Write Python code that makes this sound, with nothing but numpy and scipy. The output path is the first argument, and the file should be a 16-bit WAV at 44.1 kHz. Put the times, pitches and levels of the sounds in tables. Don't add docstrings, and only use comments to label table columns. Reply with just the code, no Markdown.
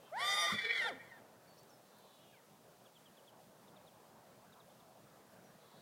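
import sys
import numpy as np
from scipy import signal
from scipy.fft import rfft, irfft, next_fast_len
from scipy.io import wavfile
from scipy.ndimage import uniform_filter1d, map_coordinates

SR = 44100
rng = np.random.default_rng(int(sys.argv[2]) if len(sys.argv) > 2 else 0)


def makeup_ratio(level_db):
    decades = np.asarray(level_db, float) / 20
    return 10 ** decades


def waveform_to_disk(signal):
    frames = np.transpose(np.atleast_2d(signal))
    scaled = np.clip(frames, -1, 1) * 32767
    samples = np.round(scaled).astype(np.int16)
    wavfile.write(sys.argv[1], SR, samples)


N = 256220
T = np.arange(N) / SR

# start_s, level_db
ROAD_SWELLS = [(1.25, -63), (2.15, -65), (3.09, -65.5), (3.71, -63), (4.11, -63.5), (4.54, -63),
               (4.65, -63.5), (5.01, -64), (5.45, -62.5), (5.81, -64)]
# freq_hz, density_db
ROAD_COLOUR = [(25, -16), (60, -19), (90, -12), (118, -2.5), (208, -1), (283, -8), (620, -2), (3200, -23.5)]
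# freq_hz, density_db
HISS_COLOUR = [(1470, -29), (2500, -7.5), (3200, -6), (3730, -6), (14400, -10.5), (15700, -8)]
# start_s, pulse_rate_hz, beak_centre_hz, level_db
WHEEZES = [
    [(0, 445, 3220, -85.5), (.06, 444, 3170, -70), (.12, 445, 3000, -77)],
    [(1.565, 300, 5200, -88), (1.585, 310, 5500, -71), (1.6, 320, 5800, -80)],
    [(1.83, 448, 4300, -84), (1.92, 450, 4040, -77), (2.1, 438, 3700, -72), (2.2, 425, 3440, -72.5),
     (2.31, 409, 3050, -74), (2.38, 391.3, 3050, -78)],
    [(5.52, 443.7, 3990, -97), (5.62, 435, 3920, -76), (5.81, 428, 3800, -73)],
]
# start_s, length_s, from_hz, to_hz, level_db
CHIRPS = [(2.802, 0.022, 3200, 2530, -78), (2.856, 0.03, 3600, 2600, -69),
          (2.949, 0.037, 3650, 2790, -68.5), (3.057, 0.036, 3350, 2720, -67), (3.17, 0.03, 3550, 2800, -68),
          (3.27, 0.035, 3600, 2820, -68), (3.679, 0.019, 3900, 3040, -71.5), (3.763, 0.02, 3900, 2980, -70),
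          (3.866, 0.03, 4000, 2990, -69.5), (4.523, 0.025, 4100, 3060, -69), (4.599, .022, 4000, 3120, -69),
          (4.694, 0.02, 3700, 2920, -73.5), (4.799, 0.016, 3900, 3100, -71.5),
          (1.474, 0.084, 4480, 4463, -71), (1.57, 0.083, 4400, 4600, -74.5),
          (1.693, 0.018, 6400, 5500, -72.5), (1.702, 0.076, 5550, 5100, -74),
          (2.325, 0.093, 2600, 1690, -73), (2.327, 0.036, 1720, 1450, -71), (5.44, 0.069, 5900, 5630, -78)]

# start_s, whistle_pitch_hz, effort_db, brightness_db, low_voice_pitch_hz
SQUEAL_PHRASES = [
    [(.113, 575, -75, -33, 189), (.126, 612.7, -53.5, -39, 192.3), (.172, 907, -43.5, -22, 187.5),
     (.204, 1084, -42, -8.5, 195.4), (.232, 1171, -39.5, -13.5, 229.9), (.276, 1199, -42, -1, 217.2),
     (.36, 1215, -43, -1, 204.3), (.4, 1214, -42, -0.5, 174.1), (.52, 1196, -40.5, -9, 179.2)],
    [(.56, 1150, -43.5, -18, 174.8), (.62, 1160, -45.5, -19.5, 228.6), (.7, 1131, -43.5, -32.5, 222),
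     (.78, 1112, -47, -13.5, 198.9), (.826, 924.6, -45, -12, 201.4), (.87, 891, -48, -13.5, 201.7),
     (.89, 776.3, -49, -8.5, 189.7), (.92, 510.5, -52.5, -39, 180), (.96, 420.7, -81.5, -21, 173)],
]
# centre_hz, width_hz, level_db (per pass)
MOUTH_PEAKS = [(210, 140, -29), (513, 273, -3), (844, 540, -2.5), (1450, 213, 3.5), (1975, 330, 3),
               (3320, 1040, 0), (4400, 880, -11), (5340, 440, -17), (8200, 4600, -46)]
# centre_hz, width_hz
MOUTH_POUCHES = [(2650, 160), (5970, 280), (4230, 220), (974, 64)]
# freq_hz, level_db
LIP_COLOUR = [(600, 7), (900, 3), (1060, -5.5), (1250, 0), (2150, 6.5), (2650, -20.5), (3550, -0.5),
              (4800, 3)]
# freq_hz, level_db
OVERTONE_SHEEN = [(5000, 4.5), (6000, 1.5), (6450, -2), (7200, -4), (9600, -0.5), (11500, -10.5),
                  (13000, -9.5), (15700, -23)]
# start_s, sideband_1_db, sideband_2_db, sideband_3_db, rasp_db
COUPLING_STAGES = [(0.101, -24, -27, -26, -6), (.19, -18, 1, -15, -4), (.375, 1.5, -5, 3, -5.5),
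                   (.47, -15, -6.5, -9.5, -2), (.58, -6.5, 2.5, -5, -1), (0.809, -6, -8, -24, 2.5)]
# start_s, swell_db
HEAVES = [(0.546, 1.5), (.572, -0.5), (0.592, 5.5), (0.622, 3.5), (.652, 8), (.668, 6.5), (0.696, 5),
          (.71, 8.5), (0.733, 7.5), (.758, 5), (0.78, 3.5), (0.801, 4), (0.825, 2.5)]
BRIGHT_SHARE = (.02, .05, .6, .9)
# crack_s, fall_s
REGISTER_TIMES = (.535, 0.83)
CLEAR_DB = (-1, -7.5, 1.5, -8.5)
CRACKED_DB = (-22, 1, 12, -0.5)
FALLING_DB = (-3, -2, 8.5, 14)
COUPLING_DB = (2, -1.05, -2, -6.5, -4)
NARROWED_DB = (-28, 5.5, -2.5, 4.5, -7.5)
# start_s, pitch_hz, level_db
GRUNT = [(.88, 514, -64), (.905, 430, -47), (.93, 277, -55), (.97, 250, -58.5), (1.0, 235.7, -78),
         (1.02, 222.5, -83)]

# freq_hz, t60_s
YARD_DECAY = [(200, 0.36), (2000, 0.61), (4000, 0.32), (10000, 0.64)]
# start_s, level_db, pitch_hz, t60_s
HOOF_KNOCKS = [
    (0.496, -33.5, 1052, 0.073),
    (0.506, -34, 1360, 0.11),
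    (0.52, -35.5, 202.3, 0.14),
    (0.529, -38, 133, 0.1),
]
# start_s, peak_db
TWIG_TICKS = [(1.595, -60), (1.632, -58), (1.985, -59)]


def unit(x):
    return x / np.sqrt(np.mean(np.abs(x) ** 2) + 1e-20)


def along(points, hz):
    f, v = np.transpose(points)
    return np.interp(np.log(hz + 1), np.log(f + 1), v)


def curves(rows):
    s, *cols = np.transpose(rows)
    gate = (T >= s[0]) & (T <= s[-1])
    return [np.interp(T, s, c) for c in cols] + [gate]


def ramp(start_s, length_s):
    return np.clip((T - start_s) / length_s, 0, 1)


def ramp_down(end_s, length_s):
    return np.clip((end_s - T) / length_s, 0, 1)


def wobble(rate):
    coarse = T[::8]
    knots = rng.standard_normal(int(N * rate / SR) + 4)
    return np.interp(T, coarse, map_coordinates(knots, [coarse * rate]))


def turns(hz):
    return 2 * np.pi * np.cumsum(hz) / SR


def filtered(x, response):
    m = next_fast_len(N + SR // 2)
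    return irfft(rfft(x, m) * response(np.fft.rfftfreq(m, 1 / SR)), m)[:N]


def background():
    z = signal.stft(rng.standard_normal(N + 512), nperseg=512)[2]
    patches = uniform_filter1d(rng.standard_normal(z.shape), 4, 0)
    patches = uniform_filter1d(patches, 12, 1)
    air = signal.istft(z * makeup_ratio(2 * unit(patches)), nperseg=512)[1][:N]
    hum = unit(filtered(air, lambda f: makeup_ratio(along(ROAD_COLOUR, f)) / (1 + (f / 3000) ** 4)))
    hiss = unit(filtered(rng.standard_normal(N), lambda f: makeup_ratio(along(HISS_COLOUR, f))))
    hum_db = curves(ROAD_SWELLS)[0] + 0.5 + 0.21 * wobble(6.6)
    hiss_db = -70 + 0.54 * wobble(18)
    return makeup_ratio(hum_db) * hum + makeup_ratio(hiss_db) * hiss


def birds():
    rate_hz, beak_hz, wheeze_db, _ = curves(np.vstack(WHEEZES))
    singing = sum((T >= rows[0][0]) & (T <= rows[-1][0]) for rows in WHEEZES)
    phase = turns(rate_hz * (1 + 0.0043 * wobble(40)))
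    buzz = 0
    for k in range(5, 20):
        beak = np.exp(-((k * rate_hz - beak_hz) / 700) ** 2)
        buzz = buzz + beak * makeup_ratio(2.3 * wobble(90)) * np.sin(k * phase + 1.44 * wobble(250))

    chirps = np.zeros(N)
    flutter_db, quiver = 2.1 * wobble(90), 0.5 * wobble(180)
    for s, length, from_hz, to_hz, db in CHIRPS:
        u = ramp(s, length)
        swell = np.sin(np.pi * u ** 0.5) ** 0.52
        slide = turns(from_hz + (to_hz - from_hz) * u)
        chirps += makeup_ratio(db + 3 + flutter_db) * swell * np.sin(slide + quiver)
    return chirps + singing * makeup_ratio(wheeze_db) * buzz


def mouth(f):
    peaks = sum(makeup_ratio(db) * 1j * f * w / (c * c - f * f + 1j * f * w) for c, w, db in MOUTH_PEAKS) ** 2
    notches = np.prod([(c * c - f * f) / (c * c - f * f + 1j * f * w) for c, w in MOUTH_POUCHES], axis=0)
    return peaks * notches * (1j * f / (250 + 1j * f)) ** 2


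def grunt():
    hz, db, gate = curves(GRUNT)
    tone = np.sin(turns(hz * (1 + 0.0508 * wobble(80.77))))
    return gate * makeup_ratio(db - 0.5 + 2.77 * wobble(57.4)) * tone


def squeal():
    hz, effort_db, bright_db, low_hz, gate = curves(np.vstack(SQUEAL_PHRASES))
    stages = np.array(COUPLING_STAGES)
    index = np.clip(np.searchsorted(stages[:, 0], T) - 1, 0, None)
    blended = uniform_filter1d(stages[index, 1:].T, round(0.035 * SR), axis=1)
    *side_db, coarse_db = effort_db + blended
    rasp_db = coarse_db + 0.61 * bright_db
    overtone_db = effort_db - 4 + bright_db

    crack_s, fall_s = REGISTER_TIMES
    falling = ramp(fall_s, 0.034)
    cracked = ramp(crack_s, 0.032) - falling
    hoarse = ramp(0.47, 0.058)
    heaving = hoarse * ramp_down(0.86, 0.17)
    closing = hoarse * ramp_down(0.8, 0.014)
    heaves_db = sum(db * np.exp(-((T - s) / 0.0068) ** 2) for s, db in HEAVES)
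    throb_db = (0.4 + 0.43 * hoarse) * wobble(44.17) - 3 * heaving + heaves_db
    high = turns(hz * (1 + (0.0017 + 0.0023 * hoarse) * wobble(70.17)))

    lines = 0
    strengths = zip(BRIGHT_SHARE, CLEAR_DB, CRACKED_DB, FALLING_DB)
    for k, (share, clear, crack, fall) in enumerate(strengths, 1):
        register_db = clear + (crack - clear) * cracked + (fall - clear) * falling
        line_db = effort_db + along(LIP_COLOUR, k * hz) + share * bright_db + register_db
        line_db = line_db + 5 + throb_db + (1.2 + 0.61 * closing) * wobble(59.7)
        jitter = (1.4 * closing + 1.4 * falling * (k == 1)) * wobble(110)
        lines = lines + makeup_ratio(line_db) * np.sin(k * high + jitter)

    comb = 0
    for k, (db, change_db) in enumerate(zip(COUPLING_DB, NARROWED_DB)):
        comb = comb + makeup_ratio(db + change_db * closing) * np.exp(1j * ((k + 1) * high + k * k * np.pi / 5))
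    sides = 0
    for m, db in enumerate(side_db, 1):
        unsteady_hz = low_hz * (1 + (0.01247 + 0.031 * closing) * wobble(25.15))
        low = m * turns(unsteady_hz) + (0.38 + 0.5 * closing) * wobble(59.94)
        sides = sides + makeup_ratio(db - 7.5 + throb_db + 4.1 * wobble(39.15)) * np.real(comb * np.exp(-1j * low))

    beat = np.exp(-1j * turns(2 * low_hz))
    chaos = (wobble(700) + 1j * wobble(700)) * beat
    rasp = makeup_ratio(rasp_db - 2.5 + throb_db) * np.real(comb * chaos)
    breath = makeup_ratio(rasp_db + 5 + 7 * closing + throb_db) * rng.standard_normal(N)

    hum_db = effort_db - 8.5 + throb_db + 5.1 * wobble(30.3) - 11 * ramp(0.72, 0.026)
    hum_share = 0.64 * ramp(0.3, 0.078) + 0.38 * cracked
    hum_hz = (1.9 + 0.18 * hoarse) * low_hz * (1 + 0.0411 * wobble(18))
    hum = makeup_ratio(hum_db) * hum_share * np.sin(turns(hum_hz) + 0.9 * wobble(90))

    overtones = 0
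    for k in range(5, 17):
        level = makeup_ratio(2.6 * wobble(29) - 5)
        steady = makeup_ratio(3.5 * wobble(25) - 3) * np.exp(0.85j * wobble(150))
        beating = 0.5 * makeup_ratio(4 * wobble(12.7)) * np.exp(0.8j * wobble(120))
        noisy = (0.5 - 0.25 * falling) * wobble(900)
        shake = steady + beat * (beating + noisy)
        overtones = overtones + level * shake * np.exp(1j * k * high) * (k * hz < 15700)
    sheen = filtered(np.real(overtones), lambda f: makeup_ratio(along(OVERTONE_SHEEN, f)))

    whistle = gate * (lines + makeup_ratio(overtone_db) * sheen)
    voiced = filtered(gate * (sides + rasp + breath + hum), mouth)
    return whistle + voiced + grunt()


def yard(x):
    hz, t, z = signal.stft(rng.standard_normal(SR), SR, nperseg=256)
    decay = makeup_ratio(-60 * t / along(YARD_DECAY, hz)[:, None])
    tail = signal.istft(z * decay, SR, nperseg=256)[1]
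    wet = signal.fftconvolve(np.pad(x, (600, 0)), tail / np.linalg.norm(tail))[:N]
    smear = rng.standard_normal(4000) * makeup_ratio(-55 * np.arange(4000) / 4000)
    late = np.pad(x, (round(0.295 * SR), 0))
    barn = signal.fftconvolve(late, smear / np.linalg.norm(smear))[:N]
    dull_barn = filtered(barn, lambda f: 1 / (1 + (f / 3200) ** 2))
    return makeup_ratio(-13.5) * wet + makeup_ratio(-21.5) * dull_barn


def stamp():
    out = np.zeros(N)
    for s, db, hz, t60 in HOOF_KNOCKS:
        t = np.clip(T - s, 0, None)
        rise = 1 - np.exp(-(t / 0.006) ** 2)
        knock = np.sin(2 * np.pi * hz * t + wobble(61.1))
        out += makeup_ratio(db - 60 * t / t60 + 3.6 * wobble(76.85)) * rise * knock
    grit = filtered(rng.standard_normal(N), lambda f: f * f / (f * f + 150 ** 2) / (1 + (f / 350) ** 4))
    return out + makeup_ratio(-38 - 60 * t / 0.09) * rise * unit(grit)


def twigs():
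    size = np.zeros(N)
    for s, db in TWIG_TICKS:
        t = np.clip(T - s, 0, None)
        size += makeup_ratio(db - 60 * t / 0.02) * (t > 0)
    return size * filtered(rng.standard_normal(N), lambda f: f * f / (f * f + 4000 ** 2))


def scene():
    near = squeal() + stamp() + birds()
    return (near + yard(near) + twigs() + background())[None]


def low_pass(x):
    return signal.sosfilt(signal.butter(12, 15800, fs=SR, output="sos"), x)


def record(dry):
    mix = filtered(dry[0], lambda f: f ** 2 / (f ** 2 + 40 ** 2))[None]
    return low_pass(mix)


dry = scene()
out = record(dry)
waveform_to_disk(out)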